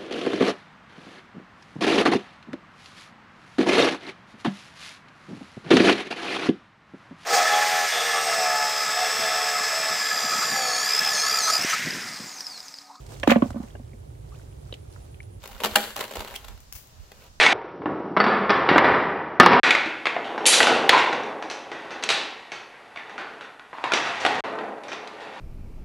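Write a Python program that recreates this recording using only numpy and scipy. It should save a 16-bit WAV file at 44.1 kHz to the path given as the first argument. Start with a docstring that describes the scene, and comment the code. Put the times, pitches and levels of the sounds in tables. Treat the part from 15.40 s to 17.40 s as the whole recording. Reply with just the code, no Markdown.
"""Plastic trimmer line is pulled off a coil by hand, heard close up, outdoors beside a pickup truck.
Loops slap as chatter bursts that knock hollow modes; sliding is friction with small ringing catches.
The line zips out as a rasp with a climbing squeak; held taut, it ticks and swishes on the left as noise.
Wind rumbles and thumps on the microphone as low noise and short sines, over a faint, steady far hiss."""
import sys
import numpy as np
from scipy import signal
from scipy.fft import rfft, irfft
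from scipy.io import wavfile
from scipy.ndimage import uniform_filter1d

SR = 44100
rng = np.random.default_rng(int(sys.argv[2]) if len(sys.argv) > 2 else 0)


def inscribe(sig):
    """Save sig as 16-bit PCM at rate SR to the path in sys.argv[1].

    A 1-D sig is mono; a 2-D sig holds one channel per row.
    Samples are clipped to [-1, 1] before scaling.
    """
    pcm = np.round(np.clip(np.atleast_2d(sig).T, -1, 1) * 32767)
    wavfile.write(sys.argv[1], SR, pcm.astype(np.int16))


N = 88200
T = np.arange(N) / SR
SIDES = np.array([[1], [-1]])  # left, right

# stereo width of loops and zip: (frequency [Hz], side level against middle [dB])
HAND_WIDTH = [(200, -17.5), (800, -7.5), (3000, -3), (7000, -2), (14000, 1)]
# their left-right balance: (frequency [Hz], left minus right [dB])
HAND_LEAN = [(1000, -0.5), (6000, 0.5), (12000, 6.5)]

ZIP_S = 0.9625  # the line has run out; the zip peaks and the random catches end


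def from_db(db):
    """Decibels to gain."""
    return 10 ** (np.asarray(db) / 20)


def level(rows):
    """Gain over time from (time [s], level [dB]) points."""
    return from_db(np.interp(T, *np.transpose(rows)))


def colour(x, points, even=False):
    """Minimum-phase filter through (frequency [Hz], dB) points; even keeps the power of white noise."""
    size = 2 ** 17
    hz, db = np.transpose(points)
    bins_hz = np.arange(size // 2 + 1) * SR / size
    gain = from_db(np.interp(np.log(bins_hz + 1), np.log(hz), db))
    if even:
        gain = gain / np.sqrt(np.mean(gain ** 2))
    # folding the cepstrum forward in time makes the filter causal
    fold = irfft(np.log(gain))
    fold[1:size // 2] *= 2
    fold[size // 2 + 1:] = 0
    response = np.exp(rfft(fold))
    return irfft(rfft(x, size) * response)[..., :N]


def stereo(pair, width):
    """Two unrelated signals as middle and side."""
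    return pair[0] + SIDES * colour(pair[1], width)


def lean(pair, points):
    """Tilt towards the left channel, by frequency; half the difference goes to each side."""
    left = colour(pair[0], [(hz, db / 2) for hz, db in points])
    right = colour(pair[1], [(hz, -db / 2) for hz, db in points])
    return np.array([left, right])


def friction(rough):
    """Two streams of tiny catches of uneven size, level evened over about 3 ms."""
    x = rng.standard_normal((2, N)) * np.exp(rough * rng.standard_normal(N))
    return x / np.sqrt(uniform_filter1d(x ** 2, size=130) + 1e-12)


def touch(start, length):
    """Envelope of one contact: linear rise centred on its start, hold, exponential fall."""
    rise_s, fall_s = 0.00039, 0.00043
    rise = np.clip((T - start) / rise_s + 0.5, 0, 1)
    fall = np.exp(-np.maximum(T - start - length, 0) / fall_s)
    return rise * fall


def tail(pair, db, t60):
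    """Dense noise ring after each sound, building over a few milliseconds and dying 60 dB in t60 [s]."""
    response = rng.standard_normal((2, N)) * from_db(-60 * T / t60) * (1 - np.exp(-T * 400))
    response /= np.sqrt(np.sum(response ** 2, axis=1, keepdims=True))
    return from_db(db) * signal.fftconvolve(pair, response, axes=1)[:, :N]


def resonance(x, hz, t60):
    """One two-pole mode with gain 1 at its top, dying 60 dB in t60 [s]."""
    r = np.exp(-np.log(1000) / (t60 * SR))
    feed = np.array([1, 0, -1]) * (1 - r * r) / 2
    feedback = [1, -2 * r * np.cos(2 * np.pi * hz / SR), r * r]
    return signal.lfilter(feed, feedback, x)


def tone(low, mid, high):
    """Bass, middle and treble of a force joined by crossovers, then given the colour of the contact."""
    bass_edge_hz, treble_edge_hz = 667, 9700
    # colour of the contact: (frequency [Hz], relative level [dB])
    contact = [(60, -16.5), (150, -10.5), (330, -3.5), (500, 2.5), (700, 2), (1250, 2.5), (2000, -1),
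               (3100, -0.9), (4400, -5), (5500, -10.5), (7200, -8), (9000, -14.5), (12500, -8.5),
               (16000, -12.5)]

    def cut(x, hz, kind):
        """Second-order Butterworth run twice."""
        once = signal.butter(2, hz, kind, fs=SR, output="sos")
        return signal.sosfilt(np.tile(once, (2, 1)), x)

    lower = cut(low, bass_edge_hz, "low") + cut(mid, bass_edge_hz, "high")
    joined = cut(lower, treble_edge_hz, "low") + cut(high, treble_edge_hz, "high")
    return colour(joined, contact, even=True)


def catches(count=14):
    """Until the line has run out, kinks catch at random: clicks that ring at one of several pitches."""
    rate_per_s, size_db, spread_db = 170, 16.5, 4
    lowest_hz, highest_hz = 491, 5000
    ring_cycles, ring_db = 18, 12.5  # cycles to fall 60 dB; gain of the rings beside the clicks
    sizes = from_db(size_db + spread_db * np.clip(rng.standard_normal(N), -2, 2))
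    happens = rng.random(N) < rate_per_s / SR * (T < ZIP_S)
    clicks = happens * rng.choice([-1, 1], (2, N)) * sizes
    dealt = rng.integers(0, count, N)
    pitches = np.geomspace(lowest_hz, highest_hz, count)
    # the tiny offset keeps the filters from stalling on vanishing numbers
    rings = sum(resonance(clicks * (dealt == k) + 1e-18, hz, ring_cycles / hz)
                for k, hz in enumerate(pitches))
    return clicks + from_db(ring_db) * rings


def sliding():
    """Juddering friction, sprinkled with single catches, follows the pull of line through the hand."""
    rough, rub_db, judder_db = 0.79, -2.5, 0.5
    bass_db, treble_db = 6, -0.5
    # strength of the slide: (time [s], level [dB])
    pull = [(0, -71), (.04, -55), (.15, -53.5), (.22, -47.5), (.29, -44.5), (.44, -41), (.5, -45),
            (.55, -61), (.62, -42), (.69, -54), (.79, -44.5), (.86, -51), (.94, -47), (1.01, -54),
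            (1.11, -53.5), (1.2, -67.5), (1.72, -62), (1.84, -55), (1.88, -58), (1.91, -86.5)]
    judder = np.interp(T, np.linspace(0, T[-1], num=300), rng.standard_normal(300))
    smooth_rub = friction(rough) * from_db(rub_db + judder_db * judder)
    rub = (smooth_rub + catches()) * level(pull)
    return tone(rub * from_db(bass_db), rub, rub * from_db(treble_db))


def loops():
    """Each slap is a burst of chatter and one knock on the hollow modes; sliding stirs them more gently."""
    # loops slap and scrape: (time [s], hold [s], level [dB], bass over that level [dB])
    slaps = [(0.031, 0.0023, -47, -12), (0.078, .0015, -41.5, 8.5), (0.037, .006, -41, 0.5),
             (.056, 0.0042, -39, 3), (0.112, 0.0098, -48, 6), (0.2021, 0.004, -35, 11.5),
             (0.218, 0.0042, -45.5, 21.5), (0.2357, 0.003, -22.5, -2), (0.2406, 0.0036, -21.5, 4),
             (.2455, 0.0049, -20.5, 2.5), (.252, 0.0059, -33, 3), (0.258, 0.0029, -24, -6),
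             (0.263, 0.0078, -33, 12), (0.3555, 0.0015, -17, -18), (0.3576, 0.00302, -7, -8),
             (0.3618, .002, -21.5, 1), (0.369, 0.0065, -29, 10), (.384, 0.0013, -26.5, -8),
             (0.405, 0.0016, -28.5, 1), (0.412, 0.0015, -32.5, 0), (.428, 0.0072, -39.5, 11),
             (0.456, 0.0024, -40, 6), (0.504, 0.0047, -39.5, -6), (0.5602, 0.0025, -33.5, -7),
             (.564, 0.0016, -23.5, -13), (0.572, 0.013, -36.5, 6), (0.59, 0.0052, -33.5, 6.5),
             (0.6, 0.017, -36.5, 4), (0.6065, 0.0053, -30.5, 4), (0.639, 0.0045, -33, 4),
             (0.649, 0.0069, -41, 0), (.679, .004, -43, 9), (0.709, 0.008, -39, 8), (0.722, 0.0049, -42, 8),
             (0.736, 0.0032, -36.5, 8.5), (0.754, 0.0068, -34, 9.5), (0.768, 0.0033, -34, 10),
             (.792, 0.0048, -38, 5), (0.8048, 0.0051, -33, 7), (0.817, .01, -44.5, 9.5),
             (0.847, 0.0025, -35.5, 9.5), (0.874, 0.011, -41, -18), (1.044, 0.0069, -42.5, -0.5),
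             (1.082, 0.005, -41, -1), (1.176, 0.0019, -49.5, -9), (1.7172, 0.0034, -44, 10),
             (1.821, 0.0019, -52, 4.5), (1.84, .002, -49, 3), (1.865, 0.0018, -51.5, 1.5)]
    # hollow ring under each contact: (frequency [Hz], level before hollow_db [dB], fall by 60 dB [s])
    modes = [(213, 18, .3), (285, 7, .2), (345, 7, .25), (390, 7, .22), (500, 7, .15), (623, 8.5, .08),
             (694, 4, .25), (815, 12, .16), (1246, 3.5, .08), (1877, 2, .09), (2355, 3, .13),
             (2840, 6, .04), (3232, 1, .14), (4216, 4, .08)]
    rough, treble_db = 0.25, -3.5
    hard_db, ring_growth = -15.5, 0.39  # slaps below hard_db lose this share of the gap again in the modes
    slide_ring_db, hollow_db = -11.5, 3.5

    slide = sliding()
    envelopes, knocks = np.zeros((2, 3, N))  # rows are bass, middle, treble
    for start, length, db, bass_db in slaps:
        gains = from_db([db + bass_db, db, db + treble_db])
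        envelopes += np.outer(gains, touch(start, length))
        softness = from_db(ring_growth * min(db - hard_db, 0))
        middle = int((start + length / 2) * SR)
        knocks[:, middle] += gains * np.sqrt(length * SR) * softness
    chatter = envelopes[:, None] * friction(rough)
    force = slide + tone(*chatter)
    drive = tone(*knocks) + from_db(slide_ring_db) * slide[0]
    hollow = sum(from_db(hollow_db + db) * resonance(drive, hz, t60) for hz, db, t60 in modes)
    short_tail = tail(force, -8.5, 0.053)
    long_tail = tail(force, -11, 0.6)
    return lean(hollow + stereo(force + short_tail + long_tail, HAND_WIDTH), HAND_LEAN)


def outdoors():
    """Gusts are low noise of its own on each channel, thumps are brief sines, far hiss is steady noise."""
    # rise and fall of the wind, before its lean: (time [s], level [dB])
    gusts = [(0, -54), (.1, -55), (.16, -42), (.24, -67), (.45, -58.5), (.75, -72), (.81, -47),
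             (.88, -55.5), (1.03, -55), (1.12, -44), (1.28, -63), (1.36, -54.5), (1.5, -67.5), (1.6, -44),
             (1.7, -59.5), (2, -57.5)]
    # colour of the rumble: (frequency [Hz], relative level [dB])
    rumble = [(28, -21), (42, 1), (58, 3.5), (90, -8.5), (250, -26.5), (1500, -99)]
    # puffs that thump the microphone: (time [s], envelope peak before the lean [dB])
    puffs = [(.325, -37.5), (0.789, -36), (1.362, -40.5), (1.598, -37)]
    # colour of the hiss: (frequency [Hz], relative level [dB])
    air = [(100, 6.5), (200, -3.5), (400, -12), (1000, -14.5), (2200, -21), (5000, -16), (7300, -18),
           (8500, -25.5), (15000, -30.5)]
    # width of the hiss: (frequency [Hz], side level against middle [dB])
    air_width = [(150, -24), (800, 6.5), (3000, 0.5)]
    puff_hz, puff_width_s = 68, 0.01
    wind_lean_db, air_db = 9.5, -55  # the wind is this much louder on the right

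    wind = colour(rng.standard_normal((2, N)), rumble, even=True) * level(gusts)
    phases = rng.uniform(0, 2 * np.pi, len(puffs))
    for (start, db), phase in zip(puffs, phases):
        bump = np.exp(-((T - start) / puff_width_s) ** 2)
        wind = wind + from_db(db) * bump * np.sin(2 * np.pi * puff_hz * (T - start) + phase)
    hiss = stereo(colour(rng.standard_normal((2, N)), air, even=True), air_width)
    return wind * from_db(-SIDES * wind_lean_db / 2) + from_db(air_db) * hiss


def taut_line():
    """Ticks are noise that starts at once and dies fast; swishes are grainy friction on the hand."""
    # sharp ticks: (time [s], level before the final halving [dB])
    ticks = [(0.076, -21.5), (1.3248, -17.5), (1.3266, -16.5), (1.473, -34)]
    # the line brushes the hand: (time [s], hold [s], level before the final halving [dB])
    swishes = [(1.203, 0.0032, -43), (1.332, 0.0041, -35.5), (1.3518, 0.0016, -32), (1.353, 0.014, -35.5),
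               (1.372, 0.017, -44.5)]
    # colour of both: (frequency [Hz], relative level [dB])
    tick_colour = [(300, -13), (1500, -3.5), (2400, 0), (4000, -5), (6500, -0.5), (9000, -5.5),
                   (13000, -3.5), (15300, 1)]
    # lean to the left: (frequency [Hz], left minus right [dB])
    tick_lean = [(2000, 1.2), (6000, 5.6), (12000, 11.6)]
    decay_s, rough = 0.00038, 0.79

    snaps = sum(from_db(db) * (T >= start) * np.exp(-np.abs(T - start) / decay_s) for start, db in ticks)
    brushes = sum(from_db(db) * touch(start, length) for start, length, db in swishes)
    noise = rng.standard_normal((2, N)) * snaps + friction(rough) * brushes
    x = colour(noise, tick_colour, even=True)
    return lean(x + tail(x, -3, 0.38), tick_lean) / 2


def finger_zip():
    """A short rasp with a rising, unsteady squeak swells and stops as the line runs out of the fingers."""
    # colour of the rasp: (frequency [Hz], relative level [dB])
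    rasp_colour = [(300, -25), (3000, -1), (9000, -10)]
    zip_db, rise_s, fall_s = -33, 0.0065, 0.0022
    top_hz, squeak_db = 3300, 2.5  # pitch reached, before the waver; level over the swell
    octaves_per_s, waver_share = 54, 0.053

    swell = from_db(zip_db) * np.exp(np.minimum((T - ZIP_S) / rise_s, (ZIP_S - T) / fall_s))
    waver = uniform_filter1d(rng.standard_normal((2, N)), size=30)
    # the squeak climbs its last octave as the line speeds up
    climb = 2 ** np.clip(octaves_per_s * (T - ZIP_S), -1, 0)
    pitch = top_hz * climb * (1 + waver_share * waver / waver.std())
    squeak = from_db(squeak_db) * np.sin(2 * np.pi * np.cumsum(pitch, axis=1) / SR)
    rasp = colour(friction(rough=0.75) * swell, rasp_colour, even=True)
    x = rasp + squeak * swell
    return lean(stereo(x + tail(x, -8, 0.17), HAND_WIDTH), HAND_LEAN)


def scene():
    """The line in the hand and the open air around it."""
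    return loops() + outdoors() + taut_line() + finger_zip()


def record(dry):
    """The loudest peaks are rounded by a soft limit and the top is cut."""
    peak, stop_hz = 0.88, 16600  # ceiling of the rounding; 70 dB down from stop_hz upwards
    rounded = peak * np.tanh(dry / peak)
    return signal.sosfilt(signal.cheby2(16, 70, stop_hz, fs=SR, output="sos"), rounded)


dry = scene()
out = record(dry)
inscribe(out)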